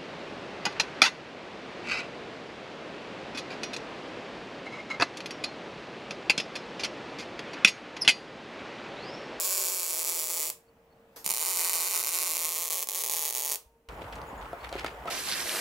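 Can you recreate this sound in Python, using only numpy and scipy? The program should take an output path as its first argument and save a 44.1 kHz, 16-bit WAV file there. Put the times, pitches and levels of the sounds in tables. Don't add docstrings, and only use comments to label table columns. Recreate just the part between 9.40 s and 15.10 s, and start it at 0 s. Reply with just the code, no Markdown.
import sys
import numpy as np
from scipy import signal
from scipy.fft import rfft, irfft, next_fast_len
from scipy.io import wavfile
from scipy.ndimage import uniform_filter1d

SR = 44100
rng = np.random.default_rng(int(sys.argv[2]) if len(sys.argv) > 2 else 0)


def pcm_store(signal):
    levels = np.round(np.clip(np.atleast_2d(signal), -1, 1) * 32767)
    wavfile.write(sys.argv[1], SR, levels.astype(np.int16).T)


N = 251370

# time_s, level_db
WASH_WELDING_LEVEL = [(0, -66), (1.2, -64), (1.8, -60), (2.1, -65), (4.2, -70), (4.487, -69)]
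# freq_hz, density_db_per_hz
WASH_WELDING_COLOUR = [(20, -28.5), (40, -12), (130, -7.5), (215, -4.5), (370, -12), (560, -5.5),
                       (1500, -19), (2900, -24), (3600, -30), (8000, -37), (15600, -42)]
# freq_hz, density_db_per_hz
WASH_LATER_COLOUR = [(47, -31), (80, -0.5), (162, -8), (375, -7), (467, -3), (900, -1), (1250, -6),
                     (1540, -10.5), (2600, -19.5), (3970, -31.5), (7210, -32.5), (15600, -36)]
# freq_hz, likeness (0 to 1)
LIKENESS = [(60, 0.9), (180, 0.77), (550, 0.46), (1650, 0.25), (4970, 0.056), (15000, 0.52)]
# time_s, level_db
GAS_LEVEL = [(1.725, -77), (1.757, -75), (1.762, -43.5), (1.845, -57)]
# freq_hz, density_db_per_hz
GAS_SPECTRUM = [(180, -32), (300, -0.5), (1440, -3), (2990, -12), (4900, -4.5), (10700, -12), (12400, -2),
                (15600, -13)]
# pitch_hz, welding_db, second_pause_db, after_cut_db
FAN_TONES = [(458, -68, -71, -62), (920, -88, -77, -72), (15402, -87, -91, -77)]
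# start_s, length_s, start_hz, end_hz, level_db
BIRD_NOTES = [(1.262, .045, 4600, 4450, -77), (1.495, .05, 4150, 4350, -75), (4.85, .075, 7150, 7000, -66),
              (4.965, .05, 7000, 6950, -66), (5.185, .062, 3650, 4380, -63), (5.325, .078, 3750, 4150, -57),
              (5.503, .09, 7100, 7200, -71)]
# time_s, level_db
RUMBLE_LEVEL = [(0, -81.5), (3.3, -81), (3.7, -74), (4.486, -76), (4.49, -53), (5.7, -56)]
# peak_s, level_db, fall_by_20_db_s
BOOT_SCUFFS = [(4.49, -52, .04), (4.62, -51, .08), (4.728, -47, .07), (5.018, -51, .08), (5.245, -44, .05),
               (5.33, -43, .1), (5.375, -45, .08), (5.393, -42, .1), (5.466, -36, .04), (5.678, -40, .1)]
# freq_hz, density_db_per_hz
GRAVEL_COLOUR = [(290, -32), (500, -2), (1310, -5), (1750, -3), (2770, -5), (3810, -11), (7000, -24),
                 (15600, -34)]
# pitch_hz, level_db, t60_s
REEL_MODES = [(400, -2, .035), (550, -2, .035), (700, 0, .045), (900, -4, .03), (1310, -3, .05),
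              (1955, -9, .03), (2700, -8, .025), (3400, -5, .03), (4400, -1, .035)]
# start_s, peak_db, struck_spot_hz, rattle_decay_ms, ring_length_factor, left_over_right_db
REEL_KNOCKS = [(4.618, -31, 720, 3, 1, .5), (5.1314, -25, 760, 1.5, 1.2, 1.5),
               (5.242, -33, 1900, 3, .6, 1.5), (5.318, -33, 600, 1, .5, 1), (5.327, -26, 560, 1, 1.1, 1.5),
               (5.3545, -24, 430, .6, 1.1, 1.5), (5.4463, -16, 1100, .3, .3, 1),
               (5.656, -28, 780, 6, 1.5, -1.5), (5.678, -24.5, 1250, 12, 1, -3)]
# start_s, peak_db, pitch_hz, decay_ms
GRIT_TICKS = [(4.4881, -36, 3080, 2.1), (4.7254, -36, 3000, 2.7), (4.7556, -39, 5500, 2.6),
              (4.8165, -39, 3300, 1.2), (5.2914, -37, 3300, 2.6), (5.327, -31, 3000, 1.5),
              (5.338, -33, 2100, 4.0), (5.3946, -27, 2900, 2.1), (5.4628, -29, 3300, 1.9),
              (5.468, -28, 2650, 3.3)]
# start_s, level_db, pitch_hz
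LOW_THUMPS = [(1.8615, -40, 190), (1.9055, -45, 170), (4.258, -51, 54), (4.647, -37, 98), (4.831, -40, 133),
              (4.929, -33, 242)]
# freq_hz, t60_s
YARD_DECAY = [(250, .35), (700, .3), (1700, .24), (4600, .21), (12000, .18)]
# freq_hz, density_db_per_hz
POP_COLOURS = [
    [(60, -60), (110, -33), (250, -22), (380, -4), (560, -2), (795, -11.5), (1070, -5), (1640, -11),
     (2250, -7), (3200, -9.5), (4300, -7.5), (5230, -3.3), (7030, -.5), (13500, -.5), (15700, -4.5)],
    [(59, -44), (100, -24), (250, -25), (387, -7.5), (700, -12), (1070, -6), (1630, -5.5), (2290, -4),
     (3280, -11.5), (4250, -3.5), (5200, -4), (7180, 0), (13500, -1), (15700, -4.7)],
    [(59, -46), (100, -30), (240, -33), (420, -7), (700, -8), (1150, -1), (1630, -12), (2290, -9),
     (5120, -4.5), (6880, -2), (13500, -1.3), (15700, -3)],
]
# delay_ms, left_gain, right_gain
POP_PATHS = [
    [(0.0, 0.7, 1.0), (0.152, 0.09, 0.04), (0.27, 0.1, 0.13), (0.352, -0.15, -0.17), (0.377, 0.15, 0.16),
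     (0.483, -0.09, -0.15), (0.61, -0.15, -0.09), (0.87, 0.08, 0.14), (1.154, 0.06, 0.11), ],
    [(0.0, 0.65, 1.0), (0.212, 0.03, 0.1), (0.299, 0.15, 0.19), (0.488, -0.16, -0.29),
     (0.576, -0.21, -0.24), (0.622, -0.17, -0.16), (0.675, -0.11, -0.13), (0.786, -0.1, -0.17),],
    [(0.0, 0.72, 1.0), (0.16, 0.14, 0.05), (0.303, 0.15, 0.21), (0.375, 0.05, 0.18), (0.456, 0.17, 0.16),
     (0.675, -0.12, -0.09), (0.799, -0.08, -0.17), (0.87, 0.07, 0.11)],
]
YARD_WEIGHTS = [-8.5, -9, -10.5]
SCATTER_WEIGHTS = [-28, -25.5, -28]
TORCH_MOVES = [1.5, 3.06]
# time_s, pop_peak_db, wait_between_pops_ms
WELD_BURSTS = [
    [(-.13, -10.5, 5.3), (.2, -9.5, 5.3), (.4, -11.5, 5.5), (.7, -11.5, 6), (1.104, -11.5, 5.9)],
    [(1.844, -23, 4), (1.87, -10, 5.6), (2.3, -9, 5.6), (2.85, -9, 5.8), (3.1, -10, 6), (3.35, -10.5, 6),
     (3.57, -11, 4.8), (3.75, -9.7, 6), (3.95, -10, 6.8), (4.16, -10, 6.6)],
]
# time_s, peak_db, silence_before_ms, added_wait_after_ms
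ARC_RELIGHTS = [(1.1011, -8, 6, 0), (1.8449, -18, 1, 0), (1.8629, -3.5, 6, 7), (1.907, -3.5, 6, 4.5),
                (1.9384, -8, 7, 4), (2.2962, -4, 8, 0), (2.629, -10, 12, 3), (2.7878, -5.5, 11, 1),
                (3.3002, -12, 14, 0), (3.4276, -7, 9, 1), (3.4424, -18, 8, 0), (3.4725, -14, 33, 9),
                (3.4885, -6.5, 18, 5), (3.6377, -6, 12.5, 1), (3.6626, -8.5, 11, 2.5),
                (3.6976, -5.5, 8.5, 0), (3.9261, -10.5, 16, 1), (4.1197, -4.5, 7, 0), (4.1575, -9.5, 8, 0)]
# freq_hz, difference_db
ARC_BALANCE = [(400, 0), (1100, 1), (1600, -.3), (2300, -1.2), (3500, -1.7), (5000, -1.3), (8000, 1),
               (13000, 2.3)]
# freq_hz, gain_db
GROUND_COLOUR = [(650, 0), (770, -3), (860, 2), (960, -3), (1085, 1), (1250, -2), (1380, -9), (1510, 2),
                 (1640, -2.5), (1800, 0)]
# freq_hz, gain_db
SIDE_GAIN = [(30, -20), (125, -12), (250, -16), (1000, -3.5), (2000, 2.5), (4000, -1.5), (8000, -4.5),
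             (12000, -1.5)]

CUT_S, WASH_LATER_DB = 4.487, -43.5
BIRD_GLIDE_SHARE, BIRD_WARBLE_HZ, BIRD_HOARSE_DB = .18, 60, 5
SCUFF_RISE_S, SHUFFLE_DB = .015, -59
FOCUS_DB_PER_OCTAVE = 14
CLOSE_DB, CLOSE_T60_S, CLOSE_HZ = 6.5, .018, 2500
FAR_DB, FAR_T60_S = -33, .7
LEAD_RAD = .4
LEAD_SAMPLES = 256
RUN_IN_SAMPLES = 6000
SETTLE_S = .055
WAIT_SCATTER, PEAK_SCATTER_DB = .1, 1.7
HELD_FACTOR, EARLY_FACTOR, EARLY_DB = 1.45, .7, -6
MEMORY, PAUSE_PER_SIZE = .18, .04
SCATTER_PEAK_MS = .3
SWAY_HZ = .45


def amp(db):
    return 10 ** (np.asarray(db) / 20)


def evened(x):
    return x / np.sqrt(np.mean(x ** 2) + 1e-20)


def read(points, hz):
    freq_hz, value = np.transpose(points)
    return np.interp(np.log(hz + 1), np.log(freq_hz + 1), value)


def curve(rows):
    time_s, level_db = np.transpose(rows)
    return amp(np.interp(np.arange(N) / SR, time_s, level_db, -200, -200))


def add(mix, start_s, sound, pan_db=0):
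    part = mix[:, round(start_s * SR):][:, :len(sound)]
    part += amp([[pan_db / 2], [-pan_db / 2]]) * sound[:part.shape[1]]


def coloured(x, colour):
    size = next_fast_len(x.shape[-1] + 4096)
    gain = amp(read(colour, np.fft.rfftfreq(size, 1 / SR)))
    return irfft(rfft(x, size) * gain, size)[..., :x.shape[-1]]


def noise(colour, patchy_db):
    frames, hz = N // 256 + 5, np.fft.rfftfreq(1024, 1 / SR)
    a, b, c, d, patches = rng.standard_normal((frames, 513, 5)).T
    patches = uniform_filter1d(patches, size=10, axis=0)
    patches = evened(uniform_filter1d(patches, size=10, axis=1))
    same = read(LIKENESS, hz)[:, None]
    left = a + 1j * b
    right = same * left + np.sqrt(1 - same ** 2) * (c + 1j * d)
    bins = np.array([left, right]) * amp(read(colour, hz)[:, None] + patchy_db * patches)
    return evened(signal.istft(bins, nperseg=1024, noverlap=768)[1][:, :N])


def tail(rise_ms, alike):
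    shared, *own = rng.standard_normal((3, SR // 2))
    returns = alike * shared + np.sqrt(1 - alike ** 2) * np.array(own)
    hz, t, bins = signal.stft(returns, SR, nperseg=128)
    small = (hz ** 2 / (hz ** 2 + CLOSE_HZ ** 2))[:, None]
    dying = amp(-60 * t / read(YARD_DECAY, hz)[:, None])
    dying = dying + amp(CLOSE_DB - 60 * t / CLOSE_T60_S) * small
    dying = dying + amp(FAR_DB - 60 * t / FAR_T60_S)
    out = signal.istft(bins * dying, SR, nperseg=128)[1]
    out *= np.clip(np.arange(out.shape[1]) / SR * 1000 / rise_ms, 0, 1)
    return out / np.linalg.norm(out[0])


def yard_wash():
    later = np.arange(N) / SR > CUT_S
    out = curve(WASH_WELDING_LEVEL) * noise(WASH_WELDING_COLOUR, patchy_db=1.2)
    return out + amp(WASH_LATER_DB) * later * noise(WASH_LATER_COLOUR, patchy_db=2)


def fan_tones():
    t, out = np.arange(N) / SR, np.zeros((2, N))
    for hz, welding_db, pause_db, later_db in FAN_TONES:
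        level_db = np.where(t < CUT_S, np.interp(t, [1.7, 4.2], [welding_db, pause_db]), later_db)
        drift = evened(uniform_filter1d(rng.standard_normal(N), size=1500))
        out += np.sqrt(2) * amp(level_db + 3.0 * drift) * np.sin(2 * np.pi * hz * t + 0.13 * drift)
    return out


def birds():
    out = np.zeros((2, N))
    for start_s, length_s, start_hz, end_hz, level_db in BIRD_NOTES:
        u = np.linspace(0, 1, round(length_s * SR))
        pitch, level = evened(uniform_filter1d(rng.standard_normal((2, len(u))), size=200))
        hz = end_hz + (start_hz - end_hz) * np.exp(-u / BIRD_GLIDE_SHARE) + BIRD_WARBLE_HZ * pitch
        note = amp(level_db + BIRD_HOARSE_DB * level) * np.sin(2 * np.pi * np.cumsum(hz) / SR)
        add(out, start_s, note * np.sqrt(np.hanning(len(u))))
    return out


def rumble():
    throb = rng.standard_normal(N)
    for q in (2.5, 3.5):
        throb = signal.lfilter(*signal.iirpeak(54, q, SR), throb)
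    return curve(RUMBLE_LEVEL) * evened(throb)


def gas_puff():
    return curve(GAS_LEVEL) * noise(GAS_SPECTRUM, patchy_db=2)


def gravel():
    grains = amp(4.5 * np.minimum(rng.exponential(1, N), 2)) * (rng.random(N) < 500 / SR)
    grains = signal.lfilter([1], [1, -np.exp(-1000 / (2.5 * SR))], grains)
    t = np.arange(N) / SR
    level = amp(SHUFFLE_DB)
    for peak_s, level_db, fall_s in BOOT_SCUFFS:
        away = np.maximum((peak_s - t) / SCUFF_RISE_S, (t - peak_s) / fall_s)
        level = level + amp(level_db - 20 * away)
    return (t > CUT_S) * level * evened((0.35 + evened(grains)) * noise(GRAVEL_COLOUR, patchy_db=0.5))


def add_knocks(mix, t):
    for start_s, peak_db, spot_hz, rattle_ms, length, pan_db in REEL_KNOCKS:
        hiss = rng.standard_normal(len(t))
        ring = .7 * (1 - t / .00012) * np.exp(-t / .00012)
        for (hz, mode_db, t60_s), detune in zip(REEL_MODES, rng.standard_normal(len(REEL_MODES))):
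            focus_db = -FOCUS_DB_PER_OCTAVE * abs(np.log2(hz / spot_hz))
            decay = amp(mode_db + focus_db - 60 * t / (t60_s * length))
            ring += decay * np.sin(2 * np.pi * hz * (1 + .012 * detune) * t)
        blow = (t == 0) + 0.11 * hiss * np.exp(-1000 * t / rattle_ms)
        sound = signal.oaconvolve(blow, ring)[:len(t)]
        sound = signal.lfilter(*signal.butter(2, 250, "high", fs=SR), sound)
        add(mix, start_s, amp(peak_db) * sound / abs(sound).max(), pan_db)


def add_ticks(mix, t):
    for start_s, peak_db, hz, decay_ms in GRIT_TICKS:
        peak = signal.iirpeak(hz, .9, SR)
        band = signal.lfilter(*peak, signal.lfilter(*peak, rng.standard_normal(len(t))))
        band *= np.exp(-1000 * t / decay_ms)
        add(mix, start_s, amp(peak_db) * band / abs(band).max())


def add_thumps(mix, t):
    for start_s, level_db, hz in LOW_THUMPS:
        envelope = (t * hz / 0.78) * np.exp(1 - t * hz / 0.52)
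        add(mix, start_s, amp(level_db) * np.sin(2 * np.pi * hz * t) * envelope)


def handling():
    out, t = np.zeros((2, N)), np.arange(4000) / SR
    add_knocks(out, t)
    add_ticks(out, t)
    add_thumps(out, t)
    returns = signal.fftconvolve(out.mean(0)[None], tail(3.2, alike=0.62), axes=1)[:, :N]
    return out + amp(-7) * returns


def pop_shape(paths, colour):
    hz = np.fft.rfftfreq(4096, 1 / SR)
    log_gain = np.log(amp(read(colour, hz)))
    causal = np.exp(np.conj(signal.hilbert(np.r_[log_gain, log_gain[-2:0:-1]])))[:len(hz)]
    ms, left, right = np.transpose(list(paths) + [(4.8, 0.046, .12)])
    delay_s = (ms[:, None] + np.array([[[.008]], [[0]]])) / 1000
    both = (np.array([left, right])[:, :, None] * np.exp(-2j * np.pi * hz * delay_s)).sum(1)
    both *= amp(np.outer([.5, -.5], read(ARC_BALANCE, hz))) * np.exp(1j * LEAD_RAD)
    return -np.roll(irfft(causal * both), LEAD_SAMPLES, axis=1)[:, :2048 + LEAD_SAMPLES]


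def pop_train(shape):
    train = np.zeros(RUN_IN_SAMPLES + N)
    for rows in WELD_BURSTS:
        time_s, level_db, wait_ms = np.transpose(rows)
        t, lit_s, added_ms = time_s[0], time_s[0], 0
        ahead = [row for row in ARC_RELIGHTS if time_s[0] < row[0] < time_s[-1]]
        chance = rng.standard_normal((600, 3))
        leaning = [np.sqrt(1 - MEMORY ** 2)], [1, -MEMORY]
        chance[:, :2] = signal.lfilter(*leaning, chance[:, :2], axis=0)
        for (wait, size, kind), last_size in zip(chance, np.roll(chance[:, 1], 1)):
            held, early = kind > 1.8, kind < -2.0
            factor = np.exp(WAIT_SCATTER * wait + PAUSE_PER_SIZE * last_size)
            factor *= HELD_FACTOR if held else EARLY_FACTOR if early else 1
            extra_ms = added_ms * np.exp(-((t - lit_s) / SETTLE_S) ** 2)
            t += factor * (np.interp(t, time_s, wait_ms) + extra_ms) / 1000
            peak_db = np.interp(t, time_s, level_db) + PEAK_SCATTER_DB * size + EARLY_DB * early
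            half_wait_ms = np.interp(t, time_s, wait_ms) / 2
            if ahead and t > ahead[0][0] - (ahead[0][2] - half_wait_ms) / 1000:
                t, peak_db, _, added_ms = ahead.pop(0)
                lit_s = t
            if t > time_s[-1]:
                break
            at = RUN_IN_SAMPLES + round(t * SR) + np.arange(-8, 9)
            train[at] += amp(peak_db) * np.sinc(at - RUN_IN_SAMPLES - t * SR) * np.hanning(len(at))
    return train / abs(shape.mean(0)).max()


def scatter_noise(train):
    n = len(train)
    u = np.arange(200) / SR * 1000 / SCATTER_PEAK_MS
    burst = signal.oaconvolve(train, u * np.exp(1 - u))[:n]
    shared, *own = rng.standard_normal((3, n))
    return burst * (shared + 1.1 * np.array(own))


def arc():
    shapes = [pop_shape(paths, colour) for paths, colour in zip(POP_PATHS, POP_COLOURS)]
    train = pop_train(shapes[1])
    scatter = scatter_noise(train)
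    n = len(train)
    t, out = (np.arange(n) - RUN_IN_SAMPLES) / SR, np.zeros((2, n))
    sways = np.cos(2 * np.pi * SWAY_HZ * t), np.sin(2 * np.pi * SWAY_HZ * t)
    edges = np.r_[-1, TORCH_MOVES, N / SR + 1]
    positions = zip(shapes, POP_COLOURS, YARD_WEIGHTS, SCATTER_WEIGHTS, edges, edges[1:])
    for shape, colour, yard_db, scatter_db, start_s, end_s in positions:
        share = np.clip((t - start_s) / .6 + .5, 0, 1) - np.clip((t - end_s) / .6 + .5, 0, 1)
        drive = (train + amp(scatter_db) * scatter) * share
        bare_shape = pop_shape([(0, 1, 1)], colour)
        direct, bare = [signal.oaconvolve(drive, pulse, axes=1)[:, LEAD_SAMPLES:n + LEAD_SAMPLES]
                        for pulse in (shape, bare_shape)]
        out += direct
        for sway in sways:
            sent = (direct + 0.89 * bare) * sway
            out += amp(yard_db) * signal.fftconvolve(sent, tail(0.83, alike=0.4), axes=1)[:, :n]
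    return coloured(out, GROUND_COLOUR)[:, RUN_IN_SAMPLES:]


def scene():
    return yard_wash() + fan_tones() + birds() + rumble() + gas_puff() + gravel() + handling() + arc()


def record(dry):
    mid, side = dry.mean(0), (dry[0] - dry[1]) / 2
    side = coloured(side, SIDE_GAIN)
    hiss = amp(-81.5) * rng.standard_normal((2, N))
    low_pass = signal.firwin(1023, 15860, window=("kaiser", 9), fs=SR)
    return signal.oaconvolve(np.array([mid + side, mid - side]) + hiss, low_pass[None], "same")


dry = scene()
out = record(dry)
pcm_store(out)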